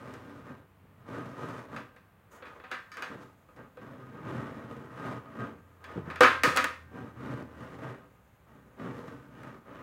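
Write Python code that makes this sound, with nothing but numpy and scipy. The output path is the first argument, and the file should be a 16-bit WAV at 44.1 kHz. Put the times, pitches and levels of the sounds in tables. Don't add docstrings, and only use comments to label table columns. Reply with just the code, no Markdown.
import sys
import numpy as np
from scipy import signal
from scipy.fft import rfft, irfft
from scipy.io import wavfile
from scipy.ndimage import uniform_filter1d

SR = 44100
rng = np.random.default_rng(int(sys.argv[2]) if len(sys.argv) > 2 else 0)


def transcribe(u):
    v = np.clip(np.atleast_2d(u).T, -1, 1)
    q = np.round(v * 32767).astype(np.int16)
    wavfile.write(sys.argv[1], SR, q)


N = 433062
T = np.arange(N) / SR
RING_TIME = T[:SR * 3 // 4]
ROOM_T60_S = 0.5


def undb(db):
    return 10 ** (np.asarray(db) / 20)


def unit(x):
    return x / np.sqrt(np.mean(x ** 2))


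def unit_hit(x):
    return x / np.sqrt(uniform_filter1d(x ** 2, SR // 100).max())


def add(out, start_s, x):
    i = int(start_s * SR)
    out[i:i + len(x)] += x[:N - i]


def wander(hz):
    return np.interp(T * hz, np.arange(N // 100), rng.standard_normal(N // 100))


def colour(x, points, size=4096):
    hz, db = np.transpose(points)
    gain = undb(np.interp(np.log(np.fft.rfftfreq(size, 1 / SR) + 1), np.log(hz), db))
    cepstrum = irfft(np.log(gain))
    cepstrum[1:size // 2] *= 2
    cepstrum[size // 2 + 1:] = 0
    return signal.fftconvolve(x, irfft(np.exp(rfft(cepstrum))))[:len(x)]


def split(x, low_hz=1090, high_hz=3870):
    bands = (low_hz, "lowpass"), ([low_hz, high_hz], "bandpass"), (high_hz, "highpass")
    return [signal.sosfilt(signal.butter(4, hz, kind, fs=SR, output="sos"), x) for hz, kind in bands]


def decay(t60):
    return np.exp(-np.log(1000) * RING_TIME / t60)


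def burst(t60):
    x = rng.standard_normal(len(RING_TIME)) * decay(t60)
    return x / np.linalg.norm(x)


def modes(table, spread_db, detune=0.0013, build_cycles=0.89):
    hz, db, t60 = np.transpose(table)[:, :, None]
    amplitude = undb(db + spread_db * rng.standard_normal(hz.shape))
    cycles = hz * (1 + detune * rng.standard_normal(hz.shape)) * RING_TIME
    build = 1 - np.exp(-cycles / build_cycles)
    phase = 2 * np.pi * (cycles + rng.random(hz.shape))
    x = np.sum(amplitude * build * decay(t60) * np.sin(phase), axis=0)
    return x / np.linalg.norm(x)


# time in seconds, pitch in Hz, level in dB.
ENGINE_NOTE = [(0, 97.6, -61.5), (.8, 94.6, -63.5), (2.2, 100, -71), (3.6, 98.4, -89), (4.4, 92, -61),
               (5.5, 89, -65.5), (6.2, 84, -51), (7.1, 81.4, -59.5), (7.599, 78.3, -58), (8, 66.8, -72),
               (9.8, 61.5, -70)]
def engine(waver_db=2):
    times, hz, db = np.transpose(ENGINE_NOTE)
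    phase = 2 * np.pi * np.cumsum(np.interp(T, times, hz)) / SR
    return unit(np.sin(phase)) * undb(np.interp(T, times, db) + waver_db * wander(12))


# frequency in Hz, relative level in dB.
AIR_SPECTRUM = [(25, -31), (55, -6), (90, -3), (130, -7), (190, -5.5), (250, -18), (480, -17), (1200, -19),
                (2500, -27.5), (5500, -44), (10000, -41), (15500, -36.5)]
def air(level_db=-62):
    return undb(level_db) * unit(colour(rng.standard_normal(N), AIR_SPECTRUM))


# time in seconds, level in dB.
SLEEVE_ENVELOPE = [(2.29, -100), (2.32, -66), (2.35, -63), (2.39, -70), (2.44, -83)]
# frequency in Hz, relative level in dB.
CLOTH_SPECTRUM = [(500, -29.5), (3000, -5.5), (5500, -9.5), (6600, 1), (8000, -5.5), (10500, -9.5),
                  (15000, -8.5)]
def sleeve(flutter_db=2.0):
    times, db = np.transpose(SLEEVE_ENVELOPE)
    swish = unit(colour(rng.standard_normal(N), CLOTH_SPECTRUM))
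    return swish * undb(np.interp(T, times, db) + flutter_db * wander(60))


# start in seconds, relative level in dB.
WALL_THUMPS = [(0.503, -40), (0.84, -48), (1.436, -30), (3.101, -39), (3.149, -38.5), (5.958, -28),
               (5.977, -25), (6.074, -31), (6.463, -23)]
# frequency in Hz, relative level in dB.
FLEX_SPECTRUM = [(50, -33), (100, -4), (160, 4), (215, -2.5), (290, -1.5), (480, -9.5), (750, -24),
                 (2000, -53), (8000, -82)]
def thumps(push_t60=0.11, room_db=-4, gain_db=-7):
    out = np.zeros(N)
    for start, db in WALL_THUMPS:
        push, room = (unit(colour(burst(t60), FLEX_SPECTRUM)) for t60 in (push_t60, ROOM_T60_S))
        add(out, start, undb(db + gain_db) * unit_hit(push + undb(room_db) * room))
    return out


# frequency in Hz, relative level in dB, 60 dB decay time in seconds.
BUCKET_MODES = [(122.1, -15.5, 0.84), (177.4, -8, 0.21), (250.5, -0.5, 0.28), (378, -6.5, .25),
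                (495.8, -1, 0.22), (542, -8, 0.14), (648.5, -3, 0.29), (762, -0.5, 0.29), (949, -7.5, .31),
                (980, -7.5, .3), (1055, -6, 0.39), (1145, -9.5, 0.26), (1243, 0.5, 0.29), (1279, 1, 0.22),
                (1414, -19, 0.16), (1580, -3, 0.47), (1715, -12.5, .25), (1833, -8, 0.5),
                (1883, -9.5, 0.12), (2020, -11.5, 0.32), (2230, -17, 0.31), (2495, -5.5, 0.28),
                (2670, -14, .36), (3410, -12.5, 0.36), (3910, -16, .26), (4240, -18.5, 0.28)]
def bucket_ring(spread_db):
    return modes(BUCKET_MODES, spread_db)


# frequency in Hz, relative level in dB, 60 dB decay time in seconds.
DRUM_MODE = [(500.5, 0, 0.13)]
def wall_drum(body_db):
    return undb(-3 + 0.78 * body_db) * unit(modes(DRUM_MODE, spread_db=0))


# frequency in Hz, relative level in dB, 60 dB decay time in seconds.
WIRE_MODES = [(1473, -5, 0.076), (1710, -5, .24), (2330, -10, 0.13), (2980, -22, 0.25), (3960, -27, .25),
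              (4720, -13.5, .14), (5320, -19, 0.12), (6560, -17.5, 0.22), (11700, -25.5, .15)]
def wire_ping(body_db):
    ping = modes(WIRE_MODES, spread_db=1.5, detune=0.015)
    return undb(-16 - 0.8 * body_db) * unit(ping)


# start in seconds, clack level in dB,
# hollow body and sharp tick in dB relative to the clack, after-ring gain in dB.
BLOWS = [(0.1385, -51.5, -8, -6, -7), (1.763, -40, -10, -17.5, 2), (1.963, -55.5, -3.5, -16, -2.5),
         (2.4231, -48, 0.5, -28, -4), (2.455, -49.5, -11, -20, 7), (2.599, -50.5, -4, -28, -6),
         (2.6381, -49, -2, -24, 7), (2.7065, -51, -4, -32, -5), (2.7142, -34, -11.5, -17.5, 1.5),
         (2.746, -44.5, -27, -27, 4), (2.9171, -46, -17, -10.5, 7), (2.94, -48, -22, -16, 8),
         (2.9699, -41.5, -8, -13.5, 0), (3.0221, -35.5, -14.5, -13, 1), (3.4862, -64.5, 7, -22, 10),
         (3.5623, -62.5, 5, -8, 2), (3.7715, -54, 8.5, -20, -5), (5.841, -47, -11, -12, -3),
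         (6.1009, -38.5, -9.5, -24, -1), (6.1095, -47, -3, -15, -2), (6.158, -40.5, -12, -15, -3),
         (6.2072, -15.5, 2.5, -14.5, 0), (6.2324, -14, -16, -20, 2.5), (6.4348, -19.5, -7, -10, -0.5),
         (6.4489, -28.5, -2.5, -12, 15), (6.556, -34.5, 1.5, -19, 13), (6.5629, -35.5, -10, 1, -15),
         (6.572, -22, -11.5, -8, -4.5), (6.6421, -26, -7.5, -9.5, -9.5), (8.794, -56, -3, -23, 1),
         (9.433, -53, -4, -12, -12)]
# frequency in Hz, relative level in dB.
CLACK_SPECTRUM = [(50, -47), (190, -21.5), (270, -1.5), (430, -8), (520, 2), (680, -14.5), (900, -8.5),
                  (1250, -1.5), (1800, -5), (2550, -10), (3200, -17.5), (4600, -16), (8300, -25.5),
                  (15000, -36.5)]
# frequency in Hz, relative level in dB.
TICK_SPECTRUM = [(2000, 0), (4500, 2), (6000, 1), (8300, -1.5), (11000, -6), (15000, -11)]
def knocks(crack_t60=0.06, tick_t60=0.018, tail_t60=0.4, sheen_t60=0.37):
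    out = np.zeros(N)
    for start, db, body_db, tick_db, after_db in BLOWS:
        crack, tail, sheen = (unit(colour(burst(t60), CLACK_SPECTRUM))
                              for t60 in (crack_t60, tail_t60, sheen_t60))
        ping = wire_ping(body_db)
        ring = undb(-1) * unit(bucket_ring(spread_db=4.0))
        blow = undb(-5) * crack + wall_drum(body_db) + undb(after_db) * (tail + ring + ping)
        body, clack, _ = split(blow)
        _, _, snap = split(colour(burst(tick_t60), TICK_SPECTRUM))
        _, _, glow = split(sheen + ping)
        tick = undb(-3) * unit(snap) + undb(after_db) * unit(glow)
        knock = unit_hit(clack) + undb(body_db) * unit_hit(body) + undb(tick_db) * unit_hit(tick)
        add(out, start, undb(db) * knock)
    return out


def grit(per_second=3000, scatter_db=1.5, judder_db=2.5, judder_hz=54.95):
    catches = (rng.random(N) < per_second / SR) * rng.standard_normal(N)
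    sizes = undb(scatter_db * np.minimum(rng.exponential(size=N), 4))
    return catches * sizes * undb(judder_db * wander(judder_hz))


def stroke(start, rise, hold, load_db_per_s=73, sag_db_per_s=21.5, stop_db_per_s=135,
           creep_db_per_s=42.5):
    loading = undb(-19 - load_db_per_s * np.maximum(start - T, 0))
    speed = loading + (1 - loading) * np.clip((T - start) / rise, 0, 1) ** 1.38
    held_s = np.clip(T - start - rise, 0, hold)
    after_s = np.maximum(T - start - rise - hold, 0)
    stop_db = np.maximum(-stop_db_per_s * after_s, -16.5 - creep_db_per_s * after_s)
    return speed * undb(stop_db - sag_db_per_s * held_s)


# start, rise and hold in seconds, rasp level in dB,
# wall rumble and grit hiss in dB relative to the rasp.
TURNING_PUSHES = [(-.05, 0.03, 0.44, -46, 0, -19.5), (0.327, 0.18, .02, -50.5, -0.5, -22.5),
                  (1.042, .11, 0.045, -41.5, 2, -22), (1.19, 0.044, 0.14, -50, 2, -18.5),
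                  (1.32, .12, 0.15, -41, -2.5, -19.5), (1.672, 0.074, 0.015, -44, 0, -22),
                  (3.067, 0.064, 0.016, -47, -3, -22), (3.193, 0.024, .01, -53.5, -0.5, -16.5),
                  (3.542, 0.057, 0.016, -51, -1, -33), (3.747, 0.084, .26, -51.5, 3.5, -23.5),
                  (4.031, 0.18, 0.024, -50, 5, -25.5), (4.223, 0.074, 0.33, -41.5, 3, -23.5),
                  (4.582, 0.13, 0.11, -50.5, 4, -22.5), (4.886, 0.18, 0.061, -38.5, 0, -22.5),
                  (5.236, .2, .04, -43.5, 2.5, -25.5), (6.888, .08, 0.11, -48.5, 6, -23),
                  (7.126, 0.15, 0.12, -42.5, 3, -23), (7.44, 0.19, .11, -46.5, -0.5, -21.5),
                  (7.767, 0.079, 0.058, -43.5, 0.5, -23.5), (8.455, 0.1, 0.038, -61, 5, -25),
                  (8.763, 0.089, .04, -42.5, 3.5, -25), (8.888, .08, 0.27, -49, 4, -19.5),
                  (9.273, 0.14, 0.13, -48.5, 1.5, -22.5), (9.605, 0.15, 0.12, -48, -3, -26)]
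# start, rise and hold in seconds, level in dB.
LIGHT_RUBS = [(2.301, 0.032, 0.036, -52), (2.422, 0.054, .08, -50), (2.927, .07, 0.13, -48),
              (5.799, .11, 0.071, -45.5), (6.043, 0.038, .06, -46.5), (8.447, 0.035, .02, -61.5)]
def sliding_gains(rub_rumble_db=-20.5, rub_hiss_db=-25.5):
    rubs = [(*rub, rub_rumble_db, rub_hiss_db) for rub in LIGHT_RUBS]
    power = np.zeros((3, N))
    for start, rise, hold, db, rumble_db, hiss_db in TURNING_PUSHES + rubs:
        band_gains = undb([db + rumble_db, db, db + hiss_db])
        power += np.outer(band_gains, stroke(start, rise, hold)) ** 2
    return np.sqrt(power)


# frequency in Hz, relative level in dB.
RIM_SPECTRUM = [(40, -34), (80, -14.5), (130, 3.5), (200, -4), (275, 1.5), (350, -8.5), (450, -3.5),
                (780, -15.5), (1050, -7), (1550, -11), (2400, -23.5), (4300, -34.5), (6500, -36),
                (15000, -48.5)]
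def scrape(room_db=-1, ring_db=-9, roam_db=6.0, ring_top_hz=1400):
    force = grit()
    reverberant = force + undb(room_db) * signal.fftconvolve(force, burst(ROOM_T60_S))[:N]
    ring = np.zeros(N)
    for _ in range(4):
        weight = undb(roam_db * wander(3.6))
        ring += weight * signal.fftconvolve(force, bucket_ring(spread_db=1.5))[:N]
    ring = signal.sosfilt(signal.butter(2, ring_top_hz, fs=SR, output="sos"), ring)
    sound = unit(colour(reverberant, RIM_SPECTRUM)) + undb(ring_db) * unit(ring)
    bands = split(sound, low_hz=370, high_hz=3320)
    return sum(gain * unit(band) for gain, band in zip(sliding_gains(), bands))


def scene():
    return (scrape() + sleeve() + knocks() + thumps() + engine() + air())[None]


def record(dry, ceiling=0.7, bottom_hz=40, top_hz=15800):
    rounded = ceiling * np.tanh(dry / ceiling)
    lean = signal.sosfilt(signal.butter(2, bottom_hz, "highpass", fs=SR, output="sos"), rounded)
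    return signal.sosfilt(signal.ellip(10, .2, 80, top_hz, fs=SR, output="sos"), lean)


dry = scene()
out = record(dry)
transcribe(out)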